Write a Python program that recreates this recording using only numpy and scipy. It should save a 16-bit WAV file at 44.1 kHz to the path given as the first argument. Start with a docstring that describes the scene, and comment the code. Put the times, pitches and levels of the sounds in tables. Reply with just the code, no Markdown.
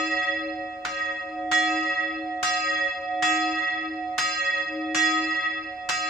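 """A small bronze bell is already ringing, swinging in the open lantern of a chapel, heard from the ground.
The clapper hits at both ends of the swing: a clank, a bright shimmer and a clang over three lasting low partials.
As the bell moves, its partials bend in pitch and sweep their lobes past the listener, and echoes from
the lantern walls, each bent by another amount, make them flutter.
The hanging ticks now and then, and the faint air of a quiet day lies underneath."""
import sys
import numpy as np
from scipy import signal
from scipy.fft import rfft, irfft, next_fast_len
from scipy.io import wavfile
from scipy.ndimage import uniform_filter1d

SR = 44100
rng = np.random.default_rng(int(sys.argv[2]) if len(sys.argv) > 2 else 0)


def unload_audio(sound):
    """Save the sound as a 16-bit wav file, at the path given as the first command line argument."""
    columns = np.transpose(np.atleast_2d(sound))
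    # keep every value between -1 and 1, then stretch to whole-number steps
    steps = np.round(np.clip(columns, -1, 1) * 32767)
    wavfile.write(sys.argv[1], SR, steps.astype(np.int16))


N = 268569
LEAD_S, SPAN_S, CONTROL_HZ = .2, 6.4, 1000  # the partials' envelopes: pre-roll, length, sample rate


def undb(db):
    """Decibels to gain."""
    return 10 ** (np.asarray(db) / 20)


def at_hz(hz, table, column=1):
    """One column of a table, read on a log-frequency axis."""
    table = np.array(table)
    return np.interp(np.log(np.maximum(hz, 1)), np.log(table[:, 0]), table[:, column])


def noise(density_db, size, apart_hz):
    """Stereo noise shaped by a curve in dB per Hz; the image widens towards the treble."""
    hz = np.fft.rfftfreq(size, 1 / SR)
    mid, side = rfft(rng.standard_normal((2, size))) * undb(density_db(hz)) * np.sqrt(SR / 2)
    side = side * np.clip(np.sqrt(hz / apart_hz), .22, .75)
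    return irfft([mid + side, mid - side], size)


def add(out, start_s, sound):
    """Mix a sound in from start_s."""
    start = int(start_s * SR)
    lo, hi = max(start, 0), min(start + sound.shape[-1], N)
    if hi > lo:
        out[:, lo:hi] += sound[:, lo - start:hi - start]


def ears(db, lead=0):
    """Pan as complex gains: the left ear is db louder and lead radians ahead."""
    sign = np.array([[1], [-1]])
    gains = undb(sign * db / 2) * np.exp(1j * sign * lead / 2)
    return gains / abs(gains.mean())


def tones(voices):
    """Sum of sines from (Hz, complex envelope per ear): each envelope's spectrum moves up to its pitch."""
    size = round(SPAN_S * SR)
    spectrum = np.zeros((2, size // 2 + 1), complex)
    for hz, envelope in voices:
        count = envelope.shape[1]
        bins = round(hz * SPAN_S) + np.arange(count) - count // 2
        sidebands = np.fft.fftshift(np.fft.fft(envelope), axes=1) * size / count / np.sqrt(2)
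        spectrum[:, bins[bins > 0]] += sidebands[:, bins > 0]
    return irfft(spectrum, size)[:, round(LEAD_S * SR):][:, :N]


# The bed of open air. Each row: frequency in Hz, level in dB per Hz.
AIR_SPECTRUM = [(20, -87), (60, -77), (100, -81), (140, -89), (300, -86), (700, -88), (1200, -92),
                (2500, -102), (4000, -113), (7300, -109), (8600, -122), (15000, -124)]


def air():
    """Faint outdoor rumble and hiss."""
    return noise(lambda hz: at_hz(hz, AIR_SPECTRUM), next_fast_len(N), apart_hz=2500)[:, :N]


# Ticks as the bell starts back. Each row: start in seconds, level in dB.
HANGING_TICKS = [(.11, -52), (1.83, -52), (5.305, -53)]


def hanging_ticks(t60=.12, top_hz=7000, size=8192):
    """Small dry knocks from the bell's hanging."""
    out = np.zeros((2, N))
    fade_db = -60 * np.arange(size) / SR / t60
    for start_s, db in HANGING_TICKS:
        knock = noise(lambda hz: -6 * (hz / top_hz) ** 4 - 9 * np.exp(-hz / 1500), size, apart_hz=3000)
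        add(out, start_s, knock / knock.std() * undb(db + fade_db))
    return out


# The pace of the swing. Each entry: a time in seconds when the bell stands at the far end.
FAR_TURNS_S = [-.13, 1.583, 3.298, 5.04, 6.77]


def swing_share(t):
    """How far the bell is through its swing: 0 at the far end, .5 at the near end, 1 back again."""
    return np.interp(t, FAR_TURNS_S, np.arange(len(FAR_TURNS_S))) % 1


def swing(t):
    """Position of the bell: +1 at the far end, -1 at the near end."""
    return np.cos(2 * np.pi * swing_share(t))


def facing(lobes, t):
    """Gain as the mouth turns its lobes past the listener; a change of sign passes through silence."""
    return np.interp(swing_share(t), *np.transpose(lobes), period=1)


def waver(t, per_s, width=.4):
    """Random complex gain that glides between steps, a little different at each ear."""
    hold = max(int(CONTROL_HZ / per_s), 1)
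    step_index = ((t - t[0]) * min(per_s, CONTROL_HZ / 2)).astype(int)
    steps = rng.standard_normal((2, 2, len(t)))[..., step_index]
    real, imag = uniform_filter1d(uniform_filter1d(steps, hold), hold)
    mid, side = (real + 1j * imag) / np.sqrt(np.mean(real ** 2 + imag ** 2))
    return np.array([mid + width * side, mid - width * side])


def lantern_echoes(hz, position, echo_db, reach_m, ear_lag_ms, spread=1.6, count=20):
    """Direct sound plus wall echoes: a partial's complex gain at each ear for each bell position."""
    bend = -2 * np.pi * hz * reach_m * position / 343  # the moving bell shifts the phase, so the pitch
    # each wall sees the bell move at its own speed, and sends its echo from its own direction
    speeds = np.linspace(-.7 * spread, spread, count)
    lag_s = ear_lag_ms / 1000 * rng.standard_normal(count)
    walls = np.exp(2j * np.pi * (rng.random(count) + hz * np.array([lag_s, -lag_s]) / 2))
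    echoes = (walls[:, :, None] * np.exp(1j * speeds[:, None] * bend)).sum(axis=1)
    field = np.exp(1j * bend) + undb(echo_db) / np.sqrt(count) * echoes
    power = np.mean(abs(field) ** 2, axis=0)
    return field / np.sqrt(uniform_filter1d(power, size=len(position) // 5))


def paths(hz, t, echo_db, reach_m=.62, ear_lag_ms=.11, sway=.15, sway_s=1.3):
    """Flutter of a partial swung reach_m to either side, heard through lantern and late ground echoes."""
    positions = np.linspace(-1 - sway, 1 + sway, 260)
    field = lantern_echoes(hz, positions, echo_db, reach_m, ear_lag_ms)
    course = swing(t) + sway * np.sin(2 * np.pi * (t / sway_s + rng.random()))  # no two swings alike
    early = np.array([np.interp(course, positions, ear) for ear in field])
    # late echoes from the grounds waver, with a fainter tremble on top; they grow up to 4 kHz
    late = waver(t, per_s=28 * hz / 2000) + undb(-11) * waver(t, per_s=110)
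    late_gain = undb(-9.5 + 3.5 * min(np.log2(hz / 2000), 1))
    return (early + late_gain * late) / np.hypot(1, late_gain)


def bluntness(hz, stroke_s, shelf_db=-5, shelf_hz=10500):
    """Treble shelf in dB: at the far end of the swing the clapper lands on a blunter face."""
    return shelf_db * (swing(stroke_s) > 0) / (1 + (shelf_hz / hz) ** 12)


# The clapper's strokes. Each row: start in seconds, ring strength in dB, ring tilt in dB per octave,
# clank strength in dB, clank tilt above 2 kHz in dB per octave.
CLAPPER_STROKES = [(-1, -2, 0, 0, 0), (-.2, .8, .4, 0, 0), (.849, -3, -4.5, -1, -4),
                   (1.5135, 1.5, -1, -2, -2), (2.428, -.7, .2, -.7, .3), (3.223, 1.3, -.9, -1, -2),
                   (4.18, -.3, 0, 1, .6), (4.945, 1.8, -.3, -.5, -1.3), (5.889, -1, -.2, 1, .6)]


def ringing(hz, t60, t, rise_s=.007):
    """Envelope of one mode: each stroke adds energy, with its own brightness, and the energy drains."""
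    stroke_s, db, tilt_db, *_ = np.transpose(CLAPPER_STROKES)
    decay_per_s = 2 * np.log(1000) / t60
    power = undb(db + tilt_db * np.log2(hz / 1000) + bluntness(hz, stroke_s)) ** 2
    start_s = np.maximum(stroke_s, t[0])  # earlier strokes come in already faded
    power = power * np.exp(-decay_per_s * (start_s - stroke_s))
    blows = np.bincount(np.searchsorted(t, start_s), power, len(t))
    energy = signal.lfilter([1], [1, -np.exp(-decay_per_s / CONTROL_HZ)], blows)
    smooth = np.exp(-1 / (rise_s * CONTROL_HZ))
    return signal.lfilter([1 - smooth], [1, -smooth], np.sqrt(energy))


# The clank's colour. Each row: frequency in Hz, base level in dB per Hz, 60 dB decay in seconds.
CLANK_SPECTRUM = [(60, -80, .4), (150, -74, .5), (400, -78, .4), (800, -70, .3), (1400, -61, .27),
                  (2500, -68, .27), (5000, -72, .26), (7300, -73, .26), (8800, -85, .13), (15000, -98, .11)]


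def clank(crack_db=7, crack_s=.009, rise_s=.002, size=16384, bands=10):
    """Iron meets bronze: a short crack, then a wash that dies in the lantern."""
    out, age = np.zeros((2, N)), np.arange(size) / SR
    log_centres, step = np.linspace(np.log(60), np.log(15000), bands, retstep=True)
    log_hz = np.log(np.maximum(np.fft.rfftfreq(size, 1 / SR), 1))
    attack = (1 + undb(crack_db) * np.exp(-age / crack_s)) * (1 - np.exp(-age / rise_s))
    for start_s, _, _, db, tilt_db in CLAPPER_STROKES:
        burst = rfft(noise(lambda hz: at_hz(hz, CLANK_SPECTRUM), size, apart_hz=3500))
        for hz in np.exp(log_centres):
            band = irfft(burst * np.maximum(1 - abs(log_hz - np.log(hz)) / step, 0))
            fade = np.exp(-np.log(1000) * age / at_hz(hz, CLANK_SPECTRUM, column=2))
            gain = undb(db + tilt_db * np.log2(max(hz / 2000, 1)) + bluntness(hz, start_s))
            add(out, start_s, band * attack * fade * gain)
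    return out


# The sheen on top. Each row: frequency in Hz, base level of one mode in dB, 60 dB decay in seconds.
SHIMMER_SPECTRUM = [(3500, -63, .9), (4500, -57, .8), (6000, -54, .55), (7300, -50, .65), (8000, -56, .5),
                    (9000, -61, .5), (11000, -68, .42), (15000, -77, .35)]


def shimmer(t, scatter_db=6, count=64):
    """A crowd of faint, closely spaced high modes that die quickly after each stroke."""
    for hz in np.linspace(3900, 14500, count) + rng.uniform(-70, 70, count):
        level = undb(at_hz(hz, SHIMMER_SPECTRUM) + scatter_db * rng.uniform(-1, 1))
        ring = ringing(hz, at_hz(hz, SHIMMER_SPECTRUM, column=2), t)
        lean_left = ears(db=12 * np.exp(-((hz - 8800) / 2200) ** 2))
        yield hz, level * ring * paths(hz, t, echo_db=2.5) * lean_left


# The clang. Each row: pitch in Hz, base level in dB, 60 dB decay in seconds, lobe turn from
# mid-swing to either end in radians, lobe aim in radians, left minus right in dB.
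CLANG_PARTIALS = [(980, -50, 3.4, 1.7, 0.3, -3), (1608, -36, 2.0, 1.6, -0.3, -5),
                  (1650, -42, 1.3, 1.8, -0.5, -3), (2061, -36, 2.7, 1.8, -0.1, -5),
                  (2196, -52, 0.7, 2.2, 1.1, 1), (2298, -37, 2.0, 1.7, 2.3, -4),
                  (2402, -48, 1.8, 0.9, 0.7, -6), (2618, -33, 3.3, 1.0, 0.1, -1),
                  (2675, -45, 1.9, 1.0, -0.1, -2), (2789, -37, 1.7, 1.3, -0.3, -2),
                  (2863, -37, 0.7, 2.7, 1.4, -7), (2941, -53, 1.6, 3.0, 1.7, -3),
                  (3014, -48, 0.6, 1.7, -2.2, 0), (3283, -54, 1.3, 1.9, -0.2, 3),
                  (3380, -33, 2.4, 2.1, -0.2, 5), (3531, -43, 0.9, 0.4, 1.9, -8),
                  (3585, -47, 0.8, 1.1, -1.2, -5), (3660, -49, 0.9, 1.5, -0.2, -1),
                  (3746, -51, 0.8, 1.1, -1.1, 1), (4026, -49, 1.0, 2.8, -1.5, -3),
                  (4178, -36, 1.7, 0.8, -0.3, -3), (4983, -34, 1.7, 0.8, -0.2, -5),
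                  (5211, -47, 0.7, 1.5, 0.1, -1), (5286, -43, 1.1, 0.3, 1.4, 0),
                  (5775, -33, 0.6, 1.0, -0.2, 0), (6560, -33, 1.0, 1.9, -0.1, -2),
                  (7110, -38, 0.7, 2.8, 1.6, 3), (7330, -38, 0.9, 0.9, 0.1, 8)]


def upper_partials(t, lobe_fill=.2, lobe_lead_s=.035, opposed_hz=3380, opposed_db=3.3):
    """The bronze clangs; the shorter the wave, the more it reaches the ground by way of the walls."""
    for hz, db, t60, turn, aim, pan_db in CLANG_PARTIALS:
        lobes = np.sqrt(lobe_fill + np.cos(turn * swing(t + lobe_lead_s) - aim) ** 2)
        field = paths(hz, t, echo_db=1 + 2 * np.log2(hz / 2000), ear_lag_ms=.09)
        if hz == opposed_hz:  # this one reaches the two ears in opposite phase, and louder
            field = field * undb(opposed_db) * np.array([[1], [-1]])
        yield hz, undb(db) * ringing(hz, t60, t) * lobes * field * ears(pan_db)


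# Level rides of the three low partials. Each row: time in seconds, level in dB before the lobes.
HUM_RIDE = [(0.0, -28), (0.55, -31), (0.84, -33), (1.27, -35), (1.76, -27), (2.44, -32), (2.78, -27),
            (3.05, -47), (3.32, -28), (4.32, -32), (4.51, -45), (4.68, -25), (5.33, -28), (5.66, -36),
            (5.8, -48), (6.07, -28)]
PRIME_RIDE = [(0.0, -35), (0.42, -30), (1.05, -40), (3.15, -36), (3.36, -46), (4.83, -37), (5.04, -46),
              (6.09, -40)]
TIERCE_RIDE = [(.09, -36.5), (.15, -27.5), (.82, -35), (1.5, -30.3), (2.5, -29.4), (3.2, -29.6),
               (4.14, -28.3), (4.19, -36), (5.35, -36), (6.09, -32)]
# Their lobes, the same on every swing. Each row: share of the swing from 0 to 1, signed gain.
HUM_SWEEP = [(0.124, 0.73), (0.252, -0.22), (0.354, -0.61), (0.511, -0.13), (0.757, -0.22), (0.851, 0.51)]
PRIME_SWEEP = [(.28, .65), (.48, .37), (.58, .42), (.68, 1.05), (.78, .75)]
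TIERCE_SWEEP = [(0.094, 0.96), (0.137, 0.42), (0.268, 0.37), (0.321, -0.31), (0.4, 0.6), (0.583, 0.76),
                (0.649, -0.26), (0.749, -0.38), (0.798, 0.43), (0.846, 0.36), (0.888, 0.97)]


def low_partials(t, hum_hz=315, prime_hz=559.3, twin_hz=553, twin_db=-4, tierce_hz=731):
    """Hum, prime and tierce ring through all strokes and swell with the swing; the split prime beats."""
    def swell(ride, lobes):
        return undb(np.interp(t, *np.transpose(ride))) * facing(lobes, t)
    hum = swell(HUM_RIDE, HUM_SWEEP) * ears(db=1)
    tierce = swell(TIERCE_RIDE, TIERCE_SWEEP) * ears(db=-3.5)
    twin = undb(twin_db) * np.exp(2j * np.pi * (twin_hz - prime_hz) * t)
    beating = (1 + twin) / np.hypot(1, undb(twin_db))
    prime = swell(PRIME_RIDE, PRIME_SWEEP) * beating * ears(db=4, lead=.2)
    yield hum_hz, hum * paths(hum_hz, t, echo_db=-14)
    yield tierce_hz, tierce * paths(tierce_hz, t, echo_db=-14, reach_m=.31)
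    yield prime_hz, prime * paths(prime_hz, t, echo_db=-16, reach_m=.31)


# The strike note's lobes. Each row: share of the swing from 0 to 1, gain.
NOMINAL_SWEEP = [(0.08, 0.79), (0.11, 0.53), (0.32, 0.84), (0.39, 0.28), (0.5, 0.59), (0.59, 0.77),
                 (0.69, 0.95), (0.81, 0.39)]
FIFTH_SWEEP = [(0.02, 0.7), (0.09, 0.29), (0.24, 0.93), (0.29, 0.67), (0.33, 0.31), (0.52, 0.24),
               (0.63, 0.24), (0.65, 0.81), (0.74, 0.95), (0.84, 0.24)]


def strike_note(t, nominal_hz=1263, fifth_hz=1903):
    """Nominal and fifth carry the note: they jump at each stroke, fade, and surge as their lobes pass."""
    nominal = undb(-28.2) * ringing(nominal_hz, t60=3.0, t=t) * facing(NOMINAL_SWEEP, t)
    fifth = undb(-20) * ringing(fifth_hz, t60=4.1, t=t) * facing(FIFTH_SWEEP, t)
    yield nominal_hz, nominal * ears(db=7, lead=-1.7) * paths(nominal_hz, t, echo_db=-4)
    yield fifth_hz, fifth * ears(db=-5, lead=.3) * paths(fifth_hz, t, echo_db=-5)


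def scene():
    """The bell, its hanging and the air around the chapel."""
    t = np.arange(round(SPAN_S * CONTROL_HZ)) / CONTROL_HZ - LEAD_S
    bell = tones([*low_partials(t), *strike_note(t), *upper_partials(t), *shimmer(t)])
    return bell + clank() + hanging_ticks() + air()


def record(dry):
    """A steep low-pass at 15350 Hz cuts the very top."""
    return signal.sosfilt(signal.ellip(8, .2, 70, 15350, fs=SR, output="sos"), dry)


dry = scene()
out = record(dry)
unload_audio(out)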